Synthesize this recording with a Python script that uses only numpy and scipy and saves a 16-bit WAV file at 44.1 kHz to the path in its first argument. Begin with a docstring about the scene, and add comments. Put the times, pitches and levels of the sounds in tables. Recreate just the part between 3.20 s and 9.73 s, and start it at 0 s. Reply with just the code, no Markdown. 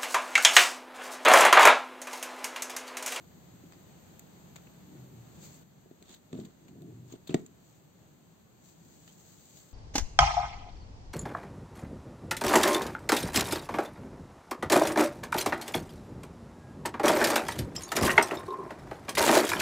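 """A quiet room: a hot glue gun dabs at a plastic tube lamp holder on a rubber mat, heard close up.
The nozzle ticks on the thin shell. Fingers scrape and shift the holder; it sticks and slips over
the mat and is set down with a hollow knock. Skin and sleeves rustle faintly over the room's low
rumble and the microphone's hiss."""
import sys
import numpy as np
from scipy import signal
from scipy.fft import rfft, irfft
from scipy.io import wavfile
from scipy.ndimage import uniform_filter1d

SR = 44100
rng = np.random.default_rng(int(sys.argv[2]) if len(sys.argv) > 2 else 0)


def transcribe(u):
    """Save the signal u as a 16-bit wav file named by the first command-line argument.

    u: samples, shape (n,) or (channels, n), limited to [-1, 1]; the rate is SR.
    q: integer samples, one column per channel.
    """
    v = np.clip(np.atleast_2d(u).T, -1, 1)
    q = np.round(v * 32767).astype(np.int16)
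    wavfile.write(sys.argv[1], SR, q)


N = 287972
TIME = np.arange(N) / SR
SIDES = np.array([[.5], [-.5]])  # splits a left-right difference

# left-right likeness of diffuse sound: freq_hz, correlation
COHERENCE = [(30, 0.44), (70, 0.032), (150, 0.86), (300, 0.3), (600, 0.099), (1200, 0.029), (16000, 0.012)]


def amp(db):
    """Decibels to gain."""
    return 10 ** (np.asarray(db) / 20)


def unit(x):
    """Scales to rms 1."""
    return x / np.sqrt(np.mean(x ** 2) + 1e-20)


def curve_at(points, hz):
    """Interpolates on a log-frequency axis."""
    freq_hz, value = np.transpose(points)
    return np.interp(np.log(hz + 1), np.log(freq_hz + 1), value)


def add(mix, start_s, sound):
    """Mixes a sound in at start_s."""
    part = mix[:, round(start_s * SR):][:, :sound.shape[1]]
    part += sound[:, :part.shape[1]]


def colour(x, spectrum, tilt_db_oct=0):
    """Filters by a spectrum, tilted about 4 kHz."""
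    hz = np.fft.rfftfreq(x.shape[-1], 1 / SR)
    octaves = np.log2(np.maximum(hz, 800) / 4000)
    return irfft(rfft(x) * amp(curve_at(spectrum, hz) + tilt_db_oct * octaves), x.shape[-1])


def diffuse_noise(spectrum):
    """Stereo noise, partly alike in the bass, unrelated in the treble."""
    # left-right balance: freq_hz, pan_db
    balance = [(50, 0.5), (200, 0.6), (1000, 0.5), (2500, -1), (5000, 3), (14000, 4.5)]
    hz = np.fft.rfftfreq(N, 1 / SR)
    left, other = rfft(rng.standard_normal((2, N)))
    same = curve_at(COHERENCE, hz)
    right = same * left + np.sqrt(1 - same ** 2) * other
    pair = np.array([left, right]) * amp(SIDES * curve_at(balance, hz))
    return unit(irfft(pair * amp(curve_at(spectrum, hz)), N))


def wander(n, per_s):
    """Random curve through per_s Gaussian knots a second."""
    knots = rng.standard_normal(int(n / SR * per_s) + 3)
    return np.interp(np.arange(n) / SR * per_s, np.arange(len(knots)), knots)


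def stroke(t, peak_s, level_db, swell_s, fade_s):
    """Bell envelope with separate swell and fade."""
    return amp(level_db) * np.exp(-((t - peak_s) / np.where(t < peak_s, swell_s, fade_s)) ** 2)


def resonate(x, hz, width_hz):
    """Resonance that follows the curve hz."""
    carrier = np.exp(2j * np.pi * np.cumsum(hz) / SR)
    pole = np.exp(-np.pi * width_hz / SR)
    return 2 * (carrier * signal.lfilter([1 - pole], [1, -pole], x / carrier)).real


def background(rumble_db=-54.5, hiss_db=-64, drop_db=-5.5, drop_at_s=2.435, drop_takes_s=0.0057,
               rise_db_per_s=0.18, waver_db=0.7):
    """Room rumble creeps up, microphone hiss swells at the end; both step down once, together."""
    # room tone: freq_hz, gain_db
    rumble_spectrum = [(15, -39), (25, -31), (45, -15.5), (80, -5), (130, -3), (168, 0.93), (250, -7),
                       (330, -8), (480, -13.5), (750, -15), (1100, -19.5), (2300, -25.5), (4500, -25.5),
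                       (7000, -26.5), (8400, -31), (11000, -44)]
    # microphone hiss: freq_hz, gain_db
    hiss_spectrum = [(8000, -19), (11000, -2), (12500, -14), (13500, -7.5), (16000, -21.5)]
    since_s = TIME - drop_at_s
    step_db = drop_db * np.clip(since_s / drop_takes_s + .5, 0, 1)
    rumble = diffuse_noise(rumble_spectrum)
    rumble *= amp(rumble_db + step_db + rise_db_per_s * since_s + waver_db * wander(N, per_s=11))
    swell = stroke(TIME, peak_s=7.5, level_db=-69, swell_s=1, fade_s=0.18)
    return rumble + diffuse_noise(hiss_spectrum) * (amp(hiss_db + step_db) + swell)


def holder_body(force, rise_s=0.0067, highpass_hz=105, split_hz=500):
    """The hollow holder's low modes reach each microphone port with their own phase and level."""
    # body modes: freq_hz, relative_db, t60_s, port_phase_rad, pan_db
    modes = [(109, -40, 0.13, .1, -1), (177.5, -7, 0.046, 0.17, 2.5), (256, -4.5, 0.031, 0.27, 1.5),
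             (311.3, 4.5, 0.021, 0.73, 3.5), (366.7, -2.5, 0.031, 0.99, 1.5), (417, -17.5, 0.08, 1.8, 1),
             (626, -13.5, 0.045, 1.5, 3), (694, -8.5, 0.034, 1.5, -2.5)]
    t = np.arange(SR // 2) / SR
    ring = np.zeros((2, len(t)))
    for hz, db, t60_s, phase_rad, pan_db in modes:
        polarity = np.sign(split_hz - hz)  # upper modes swing against the lower ones
        envelope = amp(db + SIDES * pan_db - 60 * t / t60_s)
        ring += polarity * envelope * np.sin(2 * np.pi * hz * t + SIDES * phase_rad)
    # a small body radiates little deep bass
    highpass = signal.butter(3, highpass_hz, "high", fs=SR, output="sos")
    ring = signal.sosfilt(highpass, ring * (1 - np.exp(-t / rise_s)))
    return signal.fftconvolve(force[None], ring / abs(ring).max(), axes=1)[:, :len(force)]


def knocks(gain_db=4.5, gap_s=0.0112, gap_scatter=0.125, bounce_db=-8, bounce_fade_db=-17):
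    """Rubber cushions each bump to a half-sine push; longer contact is duller, glancing bumps chatter."""
    # holder on mat: start_s, relative_db, contact_ms, chatter_s
    bumps = [(0.336, -33.5, 4.2, 0.009), (0.436, -37, 3, 0.08), (0.555, -41, 3.1, 0.072),
             (2.659, -49, 0.68, 0.0011), (2.7114, -42.5, 1.2, 0.0027), (2.82, -49.5, 0.91, 0.015),
             (2.894, -44.5, 2.14, 0.05), (3.130, -30, 1.7, 0.16), (3.1885, -35.5, 1.26, 0.024),
             (3.62, -49, 0.68, 0.065), (3.922, -38.5, 2, 0.082), (3.9376, -35, 1.4, 0.019),
             (4.0937, -25.5, 1.72, 0.061), (4.1078, -30.5, 1.5, 0.068), (4.1436, -13, 1.47, 0)]
    force, t = np.zeros((1, N)), np.arange(512) / SR
    gaps_s = gap_s * np.exp(gap_scatter * rng.standard_normal((len(bumps), 16)))
    for (start_s, db, contact_ms, chatter_s), delays_s in zip(bumps, np.cumsum(gaps_s, axis=1)):
        push = np.sin(np.pi * np.minimum(t * 1000 / contact_ms, 1))
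        push = amp(db) * push[None] / push.sum()
        add(force, start_s, push)
        for delay_s in delays_s[delays_s < chatter_s]:
            rebound = push * amp(bounce_db + bounce_fade_db * (delay_s / chatter_s) ** 2)
            add(force, start_s + delay_s, rebound)
    return amp(gain_db) * holder_body(force[0])


def clicks(gain_db=13, ring_db=-30, snap_db=-1, rise_share=0.14, spot_width_oct=0.36):
    """Nozzle, nails and loose parts tick: tiny contacts around one snap, then a brief shell ring."""
    # ticks: start_s, relative_db, tilt_db_oct, t60_s, pan_db, spot_hz, spot_boost_db
    ticks = [(0.5227, -46, -3, 0.0055, 2.5, 1100, 7), (0.5342, -57, -5, 0.0066, -1, 2000, 12),
             (0.994, -46, 11, 0.0084, 0, 2100, 16), (1.359, -54, 9, 0.0062, 3, 7500, 1),
             (1.358, -43, -1.5, 0.015, 5, 1100, 9), (1.3627, -41, -1, 0.011, 4, 6600, 3),
             (1.385, -57, -5, 0.011, -6, 1300, 11), (1.4703, -56, -5, 0.02, 0, 2280, 11),
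             (2.7123, -60, -5, 0.008, -3, 650, 6), (2.8248, -47.5, 2.5, 0.0112, 3, 4200, 3.5),
             (2.9248, -52, -2, 0.037, 0, 6960, 9), (2.945, -49.5, 5, 0.0162, 4, 3800, 5),
             (3.129, -41.5, -3.5, 0.0094, -3, 3920, 2), (3.198, -50, -1, 0.017, 0, 4000, 4.5),
             (3.2486, -50, 3, 0.035, 1, 4170, 2.5), (3.481, -56, 1, 0.032, 9, 2620, 9),
             (3.62, -52.5, 3.5, 0.0061, 4, 13200, 5), (3.9213, -49, 4, 0.035, 4.5, 7400, 1),
             (4.0715, -48, -1.5, 0.036, 2.5, 3700, 11), (4.074, -50, 6, 0.021, 7, 14100, 5),
             (4.0923, -51, -7.5, 0.017, -2, 3550, 19), (4.1429, -23.8, -4, 0.0095, -1, 1700, 3.5),
             (4.1485, -43.5, 3, 0.0097, 0, 4200, 6), (4.262, -47, 2, 0.012, 0, 7140, 5),
             (5.876, -46, -1.5, 0.021, 0, 3300, 0.5)]
    # thin shell's modes: freq_hz, relative_db, t60_s
    shell_modes = [(830, -11, 0.068), (1190, 5.5, 0.044), (1880, -4, 0.042), (2530, 5, 0.028),
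                   (3270, 2, 0.028), (3630, 1, 0.035), (3700, -11.5, 0.044), (3880, -13, 0.11),
                   (4880, 0, 0.062), (7100, 2, 0.029), (7960, 13, 0.028)]
    # contact spectrum: freq_hz, gain_db
    spectrum = [(60, -12), (200, -1), (480, -2), (700, 0), (1150, -10), (1750, -0.5), (2800, -3), (4300, 1),
                (5300, -7), (6900, 0.5), (7500, -4.5), (9000, -18), (13000, -12), (16000, -19)]
    out, lead = np.zeros((2, N)), 128
    t = np.maximum(np.arange(4096) - lead, 0) / SR
    bins_hz = np.fft.rfftfreq(len(t), 1 / SR) + 1
    for start_s, db, tilt_db_oct, t60_s, pan_db, spot_hz, spot_boost_db in ticks:
        rise_s = rise_share * t60_s
        crack = rng.standard_normal((2, len(t))) * amp(-60 * t / t60_s)
        ring = sum(amp(mode_db - 60 * t / ring_s) * np.sin(2 * np.pi * (hz * t + rng.random((2, 1))))
                   for hz, mode_db, ring_s in shell_modes)
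        snap = amp(snap_db) * (np.arange(len(t)) == lead + round(rise_s * SR))
        attack = 1 - np.exp(-t / rise_s)
        click = colour(snap + (crack + amp(ring_db) * ring) * attack, spectrum, tilt_db_oct)
        # each struck spot has its own pitch
        resonance_db = spot_boost_db * np.exp(-(np.log2(bins_hz / spot_hz) / spot_width_oct) ** 2)
        click = irfft(rfft(click) * amp(resonance_db))
        add(out, start_s - lead / SR, click * amp(db + SIDES * pan_db))
    return amp(gain_db) * out


def scrapes(grain_db=3, catch_db=2, squeak_drift=0.054, squeak_width_hz=260, lead_s=0.4):
    """Fingers and plastic catch unevenly; a squeak wanders in pitch as the contact moves."""
    # dry strokes: peak_s, level_db, swell_s, fade_s, tilt_db_oct, squeak_hz, squeak_over_grit_db
    strokes = [(0.537, -60, 0.0091, 0.01, -2, 4700, 11), (1.368, -57, 0.0146, 0.016, 4, 2340, 0),
               (2.25, -63, 0.028, 0.063, -7, 2280, -2), (2.925, -55, 0.062, 0.039, 1.5, 3750, -11),
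               (3.16, -59, 0.039, 0.14, -3, 3600, -19), (3.928, -55.5, 0.033, 0.037, -2.5, 3400, -13),
               (4.078, -56, 0.0064, 0.011, 3, 3600, -3), (4.106, -49, 0.014, 0.028, -1.5, 2480, -8),
               (4.152, -57, 0.016, 0.064, -4.5, 1250, -13), (5.885, -58.5, 0.0041, 0.027, 3, 3120, -5),
               (6.377, -63.5, 0.017, 0.02, -5, 4240, -2)]
    # grit spectrum: freq_hz, gain_db
    spectrum = [(300, 5), (800, 2.5), (1400, -0.5), (2300, -3), (3700, 1.5), (5300, 0), (7500, -3.5),
                (9000, -9), (16000, -18)]
    out, t = np.zeros((2, N)), TIME[:SR]
    for peak_s, db, swell_s, fade_s, tilt_db_oct, squeak_hz, squeak_db in strokes:
        grip = amp(grain_db * wander(SR, per_s=600) + catch_db * wander(SR, per_s=130))
        grit = unit(colour(rng.standard_normal((2, SR)) * grip, spectrum, tilt_db_oct))
        pitch_hz = squeak_hz * (1 + squeak_drift * wander(SR, per_s=50))
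        squeak = unit(resonate(grit, pitch_hz, squeak_width_hz))
        pressure = stroke(t, lead_s, db, swell_s, fade_s)
        add(out, peak_s - lead_s, unit(grit + amp(squeak_db) * squeak) * pressure)
    return out


def drags(jitter=0.0699, uneven_db=2, lowpass_hz=210, settle_s=0.012, early_speedup=0.44,
          grit_swing_db=7):
    """Plastic sticks and slips on rubber: fast and gritty at first, then a slower, cleaner judder."""
    # holder slides: peak_s, level_db, swell_s, fade_s, settled_slip_hz, mid_grit_db
    slides = [(1.768, -51.5, 0.094, 0.18, 128, 3.5), (1.94, -51, 0.019, 0.155, 119, -6),
              (2.242, -57, 0.094, 0.065, 148, -4), (3.158, -42.5, 0.028, 0.1, 200, 8.5),
              (3.698, -48, 0.21, 0.21, 120, 3.5)]
    lowpass = signal.butter(2, lowpass_hz, fs=SR, output="sos")
    friction = signal.sosfilt(lowpass, holder_body(rng.standard_normal(N)))
    # steady hand pressure keeps the friction even
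    friction /= np.sqrt(uniform_filter1d((friction ** 2).mean(0), size=1300) + 1e-12)
    pace = 1 + jitter * wander(N, per_s=160)
    grip = unit(amp(uneven_db * wander(N, per_s=110)))
    out = np.zeros((2, N))
    for peak_s, db, swell_s, fade_s, settled_slip_hz, mid_grit_db in slides:
        early = np.tanh((peak_s - TIME) / settle_s)  # 1 before the peak, -1 after
        grit = amp(mid_grit_db + grit_swing_db * early)
        slip_hz = settled_slip_hz * (1 + early_speedup * (1 + early) / 2) * pace
        rocking = np.sqrt(2) * np.sin(2 * np.pi * np.cumsum(slip_hz) / SR) * grip
        judder = (rocking + grit * friction) / np.hypot(1, grit)
        out += judder * stroke(TIME, peak_s, db, swell_s, fade_s)
    return out


def rubs(grain_db=2, uneven_db=1.4):
    """Skin and sleeves rustle, grainy as skin ridges catch, uneven as pressure shifts."""
    # hand movements: peak_s, level_db, swell_s, fade_s
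    moves = [(2.25, -53.5, 0.0307, 0.027), (2.32, -59.5, 0.175, 0.076), (3.19, -62, 0.027, 0.041),
             (3.915, -63.5, 0.052, 0.039), (4.18, -65, 0.055, 0.075), (4.5, -66.5, 0.095, 0.11),
             (5.49, -60.5, 0.0593, 0.039), (5.85, -63.5, 0.29, 0.23), (6.15, -60.5, 0.15, 0.6),
             (6.38, -64.5, 0.0476, 0.035)]
    # rustle spectrum: freq_hz, gain_db
    spectrum = [(300, -17), (1000, -8), (2200, -6.5), (3000, -4.5), (4200, 0.5), (5300, 3), (6500, 3.3),
                (7500, 3.5), (8500, -4.5), (12000, -11), (14000, -5), (16000, -9)]
    pressure = sum(stroke(TIME, *move) for move in moves)
    rustle = diffuse_noise(spectrum)
    grip = amp(grain_db * wander(N, per_s=350) + uneven_db * wander(N, per_s=30))
    return pressure * unit(rustle * grip)


def reflections(x, level_db=-16, build_s=0.0028, density=0.08):
    """Small furnished room: sparse echoes, each band dying at its own rate."""
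    # room decay: freq_hz, t60_s
    decay = [(100, 0.32), (300, 0.37), (700, 0.2), (2000, 0.23), (7000, 0.12), (15000, 0.07)]
    taps = rng.standard_normal((2, SR // 2)) * (rng.random((2, SR // 2)) < density)
    hz, t, bands = signal.stft(taps, SR, nperseg=256)
    same = curve_at(COHERENCE, hz)[:, None]
    bands[1] = same * bands[0] + np.sqrt(1 - same ** 2) * bands[1]
    envelope = amp(-60 * t / curve_at(decay, hz)[:, None]) * (1 - np.exp(-t / build_s))
    tail = signal.istft(bands * envelope, SR, nperseg=256)[1]
    tail *= amp(level_db) / np.linalg.norm(tail[0])
    return signal.fftconvolve(x.mean(0)[None], tail, axes=1)[:, :N]


def scene():
    """Impacts and their reflections, over friction and the quiet room."""
    impacts = knocks() + clicks()
    return impacts + reflections(impacts) + drags() + scrapes() + rubs() + background()


def record(dry):
    """Overall tone colour, then the band limit."""
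    # tone colour, dip near 5 kHz, deep gap near 9-11 kHz: freq_hz, gain_db
    tone_colour = [(20, 1.5), (4600, -1.5), (4950, -8.5), (5800, -7.5), (6300, 1.5), (8300, 3),
                   (8900, -25.5), (10000, -24.5), (11250, -30), (11600, -6), (16000, 5)]
    edge_hz = 15850
    lowpass = signal.firwin(511, edge_hz, window=("kaiser", 9), fs=SR)
    return signal.oaconvolve(colour(dry, tone_colour), lowpass[None], "same")


dry = scene()
out = record(dry)
transcribe(out)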